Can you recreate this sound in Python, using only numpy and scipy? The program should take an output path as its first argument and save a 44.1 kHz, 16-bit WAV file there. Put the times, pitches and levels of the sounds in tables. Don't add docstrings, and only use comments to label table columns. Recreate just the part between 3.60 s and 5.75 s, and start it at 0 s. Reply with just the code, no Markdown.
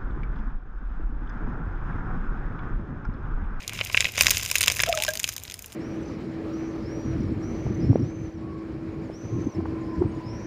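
import sys
import numpy as np
from scipy import signal
from scipy.fft import rfft, irfft, next_fast_len
from scipy.io import wavfile
from scipy.ndimage import uniform_filter1d, map_coordinates

SR = 44100
rng = np.random.default_rng(int(sys.argv[2]) if len(sys.argv) > 2 else 0)


def output_pcm(signal):
    pcm = np.clip(np.atleast_2d(signal).T, -1, 1) * 32767
    wavfile.write(sys.argv[1], SR, np.round(pcm).astype(np.int16))


def makeup_ratio(level_db):
    decades = np.asarray(level_db, float) / 20
    return 10 ** decades


N = 94815
CHATTER_HZ = 860


def unit(x):
    return x / np.sqrt(np.mean(x ** 2) + 1e-20)


def curve(rows):
    s, *columns = np.transpose(rows)
    return [np.interp(np.arange(N) / SR, s, column) for column in columns]


def wobble(rate):
    knots = rng.standard_normal(400)
    return map_coordinates(knots, [np.arange(N) * rate / SR])


def filtered(x, response):
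    m = next_fast_len(N + 8192)
    return irfft(rfft(x, m) * response(np.fft.rfftfreq(m, 1 / SR)), m)[:N]


def noise(spectrum):
    f, db = np.transpose(spectrum)

    def colour(hz):
        return makeup_ratio(np.interp(np.log(hz + 1), np.log(f + 1), db))

    return unit(filtered(rng.standard_normal(N), colour))


def water():
    # (time [s], level [dB])
    shove = [(0, -52.5), (.15, -39.5), (.27, -42.5), (.45, -39), (.55, -43), (.65, -31), (.78, -41.5),
             (.88, -42), (1.1, -40.5), (1.3, -41), (1.55, -47.5), (2.15, -51.5)]
    # (frequency [Hz], density [dB per Hz])
    rumble_spectrum = [(12, -46), (22, -7), (60, 4), (100, 5), (240, -14), (450, -17.5), (880, -120)]
    # (frequency [Hz], density [dB per Hz])
    hiss_spectrum = [(88, -31), (150, 2), (450, -1.5), (1180, -7), (2580, -9.5), (4470, -16),
                     (14500, -24.5), (16300, -38)]
    rumble = unit(noise(rumble_spectrum) * makeup_ratio(1.4 * wobble(8.76)))
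    hiss_db = -50.5 + 1.8 * wobble(5.83)
    hiss = noise(hiss_spectrum) * makeup_ratio(hiss_db)
    return makeup_ratio(curve(shove)[0] - 0.07) * rumble + hiss


def housing(f):
    # (centre [Hz], width [Hz], level [dB])
    resonances = [(567, 210, -11.5), (1031, 94, -8), (1648, 287, -4), (1894, 307, 0.5), (2514, 760, 3),
                  (4056, 610, -2), (4933, 536, 0), (6400, 510, 1), (7056, 320, 2), (9670, 1740, -8),
                  (11600, 2400, -11.5), (13900, 2500, -12)]
    leak_db, leak_hz = -14.5, 297
    rings = 0
    for k, (centre, width, db) in enumerate(resonances):
        damping = 1j * f * width
        rings = rings + (-1) ** k * makeup_ratio(db) * damping / (centre * centre - f * f + damping)
    return rings + makeup_ratio(leak_db) / (1 + 1j * f / leak_hz)


def hardness(f, bright_db, body_db):
    knee_hz, bright_octaves, body_hz = 2680, 1.9, 2110
    high = np.clip(np.log2(f / knee_hz + 1e-9) / bright_octaves, 0, 2)
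    low = np.clip(np.log2(body_hz / (f + 1)), 0, 1) * np.clip(f / CHATTER_HZ, 0, 1)
    return makeup_ratio(bright_db * high + body_db * low)


def causal(gain):
    c = irfft(np.log(gain))
    half = c.shape[1] // 2
    return np.exp(rfft(np.hstack([c[:, :1], 2 * c[:, 1:half], 0 * c[:, half:]])))


def contacts(s, level_db, bright_db, body_db):
    length, lead = 2048, 256
    blow_t60_s, attack_s = 0.0029, 0.00014
    bed_db, bed_t60_s = -13.5, 0.027
    swell_db, swell_t60_s = -22, 0.0046
    impact_db, impact_hz, impact_lag = 11, 5900, 12
    rough_per_db = 0.07
    own_colour_db = 2

    t = (np.arange(length) - lead) / SR
    f = np.fft.rfftfreq(length, 1 / SR)
    after = np.maximum(t, 0)
    decay = makeup_ratio(-60 * after / blow_t60_s) + makeup_ratio(bed_db - 60 * after / bed_t60_s)
    swell = makeup_ratio(swell_db - 60 * abs(t) / swell_t60_s)
    shape = decay * (1 - np.exp(-after / attack_s)) + swell

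    roughness = makeup_ratio(rough_per_db * np.clip(bright_db, -30, 5))[:, None]
    chatter = rfft(rng.standard_normal((len(s), length)) * shape * roughness)
    chatter = chatter * 1j * f / (CHATTER_HZ + 1j * f)
    delay = np.exp(-2j * np.pi * f * (lead + impact_lag) / SR)
    impact = makeup_ratio(impact_db) * delay / (1 + 1j * f / impact_hz) ** 2

    tint = rng.standard_normal((len(s), len(f)))
    own_db = own_colour_db * unit(uniform_filter1d(tint, size=36, axis=1))
    stone = causal(hardness(f, bright_db[:, None], body_db[:, None]) * makeup_ratio(own_db))
    heard = irfft((chatter + impact) * stone * housing(f), length)
    power = np.mean(heard[:, lead:][:, :64] ** 2, axis=1)
    heard *= (makeup_ratio(level_db) / np.sqrt(2 * power))[:, None]
    where = np.round(s * SR).astype(int)[:, None] + np.arange(length)
    return np.bincount(where.ravel(), heard.ravel(), N + length)[lead:][:N]


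def grit():
    # (time [s], grit level [dB], fineness [dB])
    stir = [(0, -49.5, -18), (.12, -49.5, -30), (.14, -42, -9.5), (.3, -43.5, -0.5), (.42, -38, -1),
            (.53, -44.5, -9), (.6, -31, -5), (.72, -34.5, -1), (.8, -37, -3.5), (.99, -40, 4),
            (1.08, -42.5, -21), (1.14, -42.5, 8), (1.22, -40.5, -16), (1.45, -43, 4), (1.6, -51.5, 1),
            (1.67, -43, 3), (1.8, -55, 3), (2.15, -57.5, 12)]
    clicks_per_s, click_db, spread_db = 600, 3, 6.5
    click_bright_db, varies_db = 1, 9
    sand_db, sand_patchy_db, sand_bright_db = -8.5, 4, 5.5

    stir_db, fine_db = curve(stir)
    gap, size, hard = rng.random((3000, 3)).T
    s = np.cumsum(-np.log(1 - gap)) / clicks_per_s
    keep = s < N / SR
    s = s[keep]
    level_db = click_db + spread_db * (np.minimum(-np.log(1 - size[keep]), 2.2) - 1)
    bright_db = click_bright_db + varies_db * (2 * hard[keep] - 1)
    bright_db = bright_db + fine_db[(s * SR).astype(int)]
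    clicks = contacts(s, level_db, bright_db, 0 * bright_db)

    fizz = rng.standard_normal(N) * makeup_ratio(sand_patchy_db * wobble(90))
    sand = unit(filtered(fizz, lambda f: housing(f) * hardness(f, sand_bright_db, 0)))
    return makeup_ratio(stir_db) * (clicks + makeup_ratio(sand_db) * sand)


def stones():
    # (time [s], level [dB], brightness [dB], body [dB])
    stone_knocks = [(0.0781,-17,5,-9),(0.0943,-19.5,-1,1),(.1336,-25,8,15),(.1895,-19.5,-35,0),(0.2036,-23.5,-34,8),(0.2112,-11.5,-41,-2.5),(.249,-21.5,21,-5),(.2611,-23,-31,-2.5),(0.272,-27,5,6),(0.3293,-27,10,0),(0.3453,-6.5,-64,3.5),(0.3703,-14,-4,-1),(0.3739,-1.5,-24.5,-12),(.4056,-6,-7,-8),(0.4241,-17,-25,0),(0.4442,-12,-13,-2),(.4528,-9,-29,-5),(.4544,-14.5,-23,-16),(0.4689,-18.5,-30,0.5),(0.5792,-10.5,-13,1),(0.59,-15.5,3,5.5),(0.609,1,1,6),(0.6213,-9.5,10,0),(0.6336,-17,9,14),(.6594,-16.5,-4,7),
                    (0.6622,-20,-18,3),(.6675,-1.5,0,-1),(.682,-11.5,3,10),(0.6952,-14,4,3),(0.7062,-5.5,10.5,-3),(.7098,-5.5,13.5,3),(0.7583,-23,4,-4),(0.7707,-10,2,3),(0.7799,-19,22,6),(0.8315,-20,13,15),(0.8608,-16.5,6,6),(0.901,-24.5,8,4),(0.9138,-9,6,5.5),(.955,-5.5,-0.5,-3),(0.9584,-13,7,2),(0.9647,-16.5,1,1),(0.9827,-12.5,9,-1),(1.008,-9.5,6.5,-5),(1.0107,-9,2,0),(1.0157,-11.5,9,0),(1.0296,-9.5,4,3),(1.0371,-9,3,1),(1.042,-15,0,-12),(1.0606,-14.5,7,-2),(1.074,-13,3,4),
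                    (1.0803,-1,-3.5,1.5),(1.1001,-11,-7.5,10.5),(1.1196,-15,12,6),(1.1673,-18.5,5,-2),(1.1864,-23,8,4),(1.1934,-17,-4,8),(1.2015,-8,-16,-0.5),(1.2066,-16.5,4,5),(1.2174,-20,14,3),(1.222,-16.5,23,4),(1.2351,-6,-5.5,2.5),(1.2623,-19,6,11),(1.2885,-18.5,3,8),(1.2948,-20,18,2),(1.3264,-10,-8,1),(1.3502,-17.5,14,4),(1.3741,-14,-9,0.5),(1.3872,-21,5,9),(1.4011,-16.5,-9,1),(1.4224,-11.5,3.5,0.5),(1.4361,-12,7,-3),(1.4415,-33,-3,0),(1.449,-15.5,-2,6),(1.465,-21.5,3,-4),(1.48,-17,-1,-5),
                    (1.4882,-15,7,4),(1.5051,-22,12,0),(1.536,-20,10,6),(1.5539,-20,7,0),(1.573,-18.5,6.5,-6),(1.5945,-20,13,-3),(1.5981,-16,6,-5),(1.6313,-21,13,-3),(1.6417,-8.5,-3.5,-7.5),(1.65,-28,5,-2),(1.6895,-15,6.5,4),(1.7243,-30,20,-2),(1.7366,-28.5,21,2),(1.7641,-20.5,10,8),(1.7798,-23.5,5,-2),(1.8357,-25,17,-7),(1.8515,-30,0,-5),(1.879,-29.5,-7,3),(1.899,-24.5,7.5,-6),(1.9112,-27.5,6,-8),(1.9409,-22.5,9,-4),(1.9912,-27,13.5,-1),(2.0227,-28.5,22,-2),(2.0433,-30.5,-3,3),(2.06,-28,27,0),
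                    (0.0287,-36,10,0),(0.1648,-41,16,0),(0.2988,-22,-29,11.5),(0.4,-20,-18,6),(0.4137,-17.5,-2,9),(0.4879,-28,-16,11),(0.52,-29,15,-2),(0.5405,-36,12,-2),(0.5538,-28,8,-3),(0.5751,-19,2,3),(.647,-22,17,9),(0.7132,-16.5,10,0),(0.7157,-18,-5,4),(0.731,-25,2,3),(0.8253,-23.5,-5,8),(.85,-21.5,8,-4),(0.889,-25,16,-6),(0.945,-23.5,1,7),(1.023,-27,8,0),(1.109,-22,4,4),(1.1152,-17,-4,2),(1.135,-29,5,0),(1.15,-25,15,0),(1.1622,-22,5,0),(1.6765,-22.5,10,5),(1.799,-35,8,-8),(1.92,-27,4,-2),(2.1007,-43,-4,-0.5),(2.1215,-32.5,6,1),(2.127,-34,12,-6)]
    knocks = np.array(stone_knocks)
    s, level_db, bright_db, body_db = knocks.T
    return contacts(s, level_db - 2.5, bright_db, body_db)


def bubbles():
    # (time [s], pitch [Hz], level [dB], decay T60 [s], onset [s])
    pockets = [(1.193, 1860, -13, 0.018, 0.00082), (1.202, 1656, -28, 0.088, 0.0024),
               (1.285, 515, -19, 0.025, 0.00088), (1.271, 659, -19, 0.27, 0.0087),
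               (1.275, 1320, -33, 0.058, 0.0013), (1.284, 706, -15, 0.1, 0.0063),
               (1.325, 624, -21, 0.16, 0.0017), (1.338, 1270, -27, 0.04, 0.0018),
               (1.372, 609, -21.5, 0.1, 0.0026), (1.375, 826, -32, 0.093, 0.004),
               (1.398, 860, -32.5, 0.14, 0.0079), (1.408, 625, -33, 0.11, 0.0018),
               (1.482, 623, -23, .19, 0.0017), (1.482, 1592, -16, 0.062, 0.0022),
               (1.482, 1645, -21, 0.056, 0.0022)]
    rise_per_s, waver, flutter_db = 0.31, 0.0098, 2
    out = np.zeros(N)
    for s, hz, db, t60, onset in pockets:
        t = np.maximum(np.arange(N) / SR - s, 0)
        pitch = hz * (1 + rise_per_s * t + waver * wobble(40.1)) * (t > 0)
        phase = 2 * np.pi * np.cumsum(pitch) / SR
        level = makeup_ratio(db - 60 * t / t60 + flutter_db * wobble(69.88))
        out += level * (1 - np.exp(-t / onset)) * np.sin(phase)
    return out


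def scene():
    return (water() + grit() + stones() + bubbles())[None]


def roll_off(x):
    return signal.sosfilt(signal.butter(12, 16510, fs=SR, output="sos"), x)


def record(dry):
    top_hz, top_db_per_khz = 15200, 30

    def band_limit(hz):
        return makeup_ratio(-top_db_per_khz * np.maximum(hz - top_hz, 0) / 1000)

    x = filtered(np.clip(dry[0], -1, 1), band_limit)
    mix = np.clip(x, -1, 1)[None]
    return roll_off(mix)


dry = scene()
out = record(dry)
output_pcm(out)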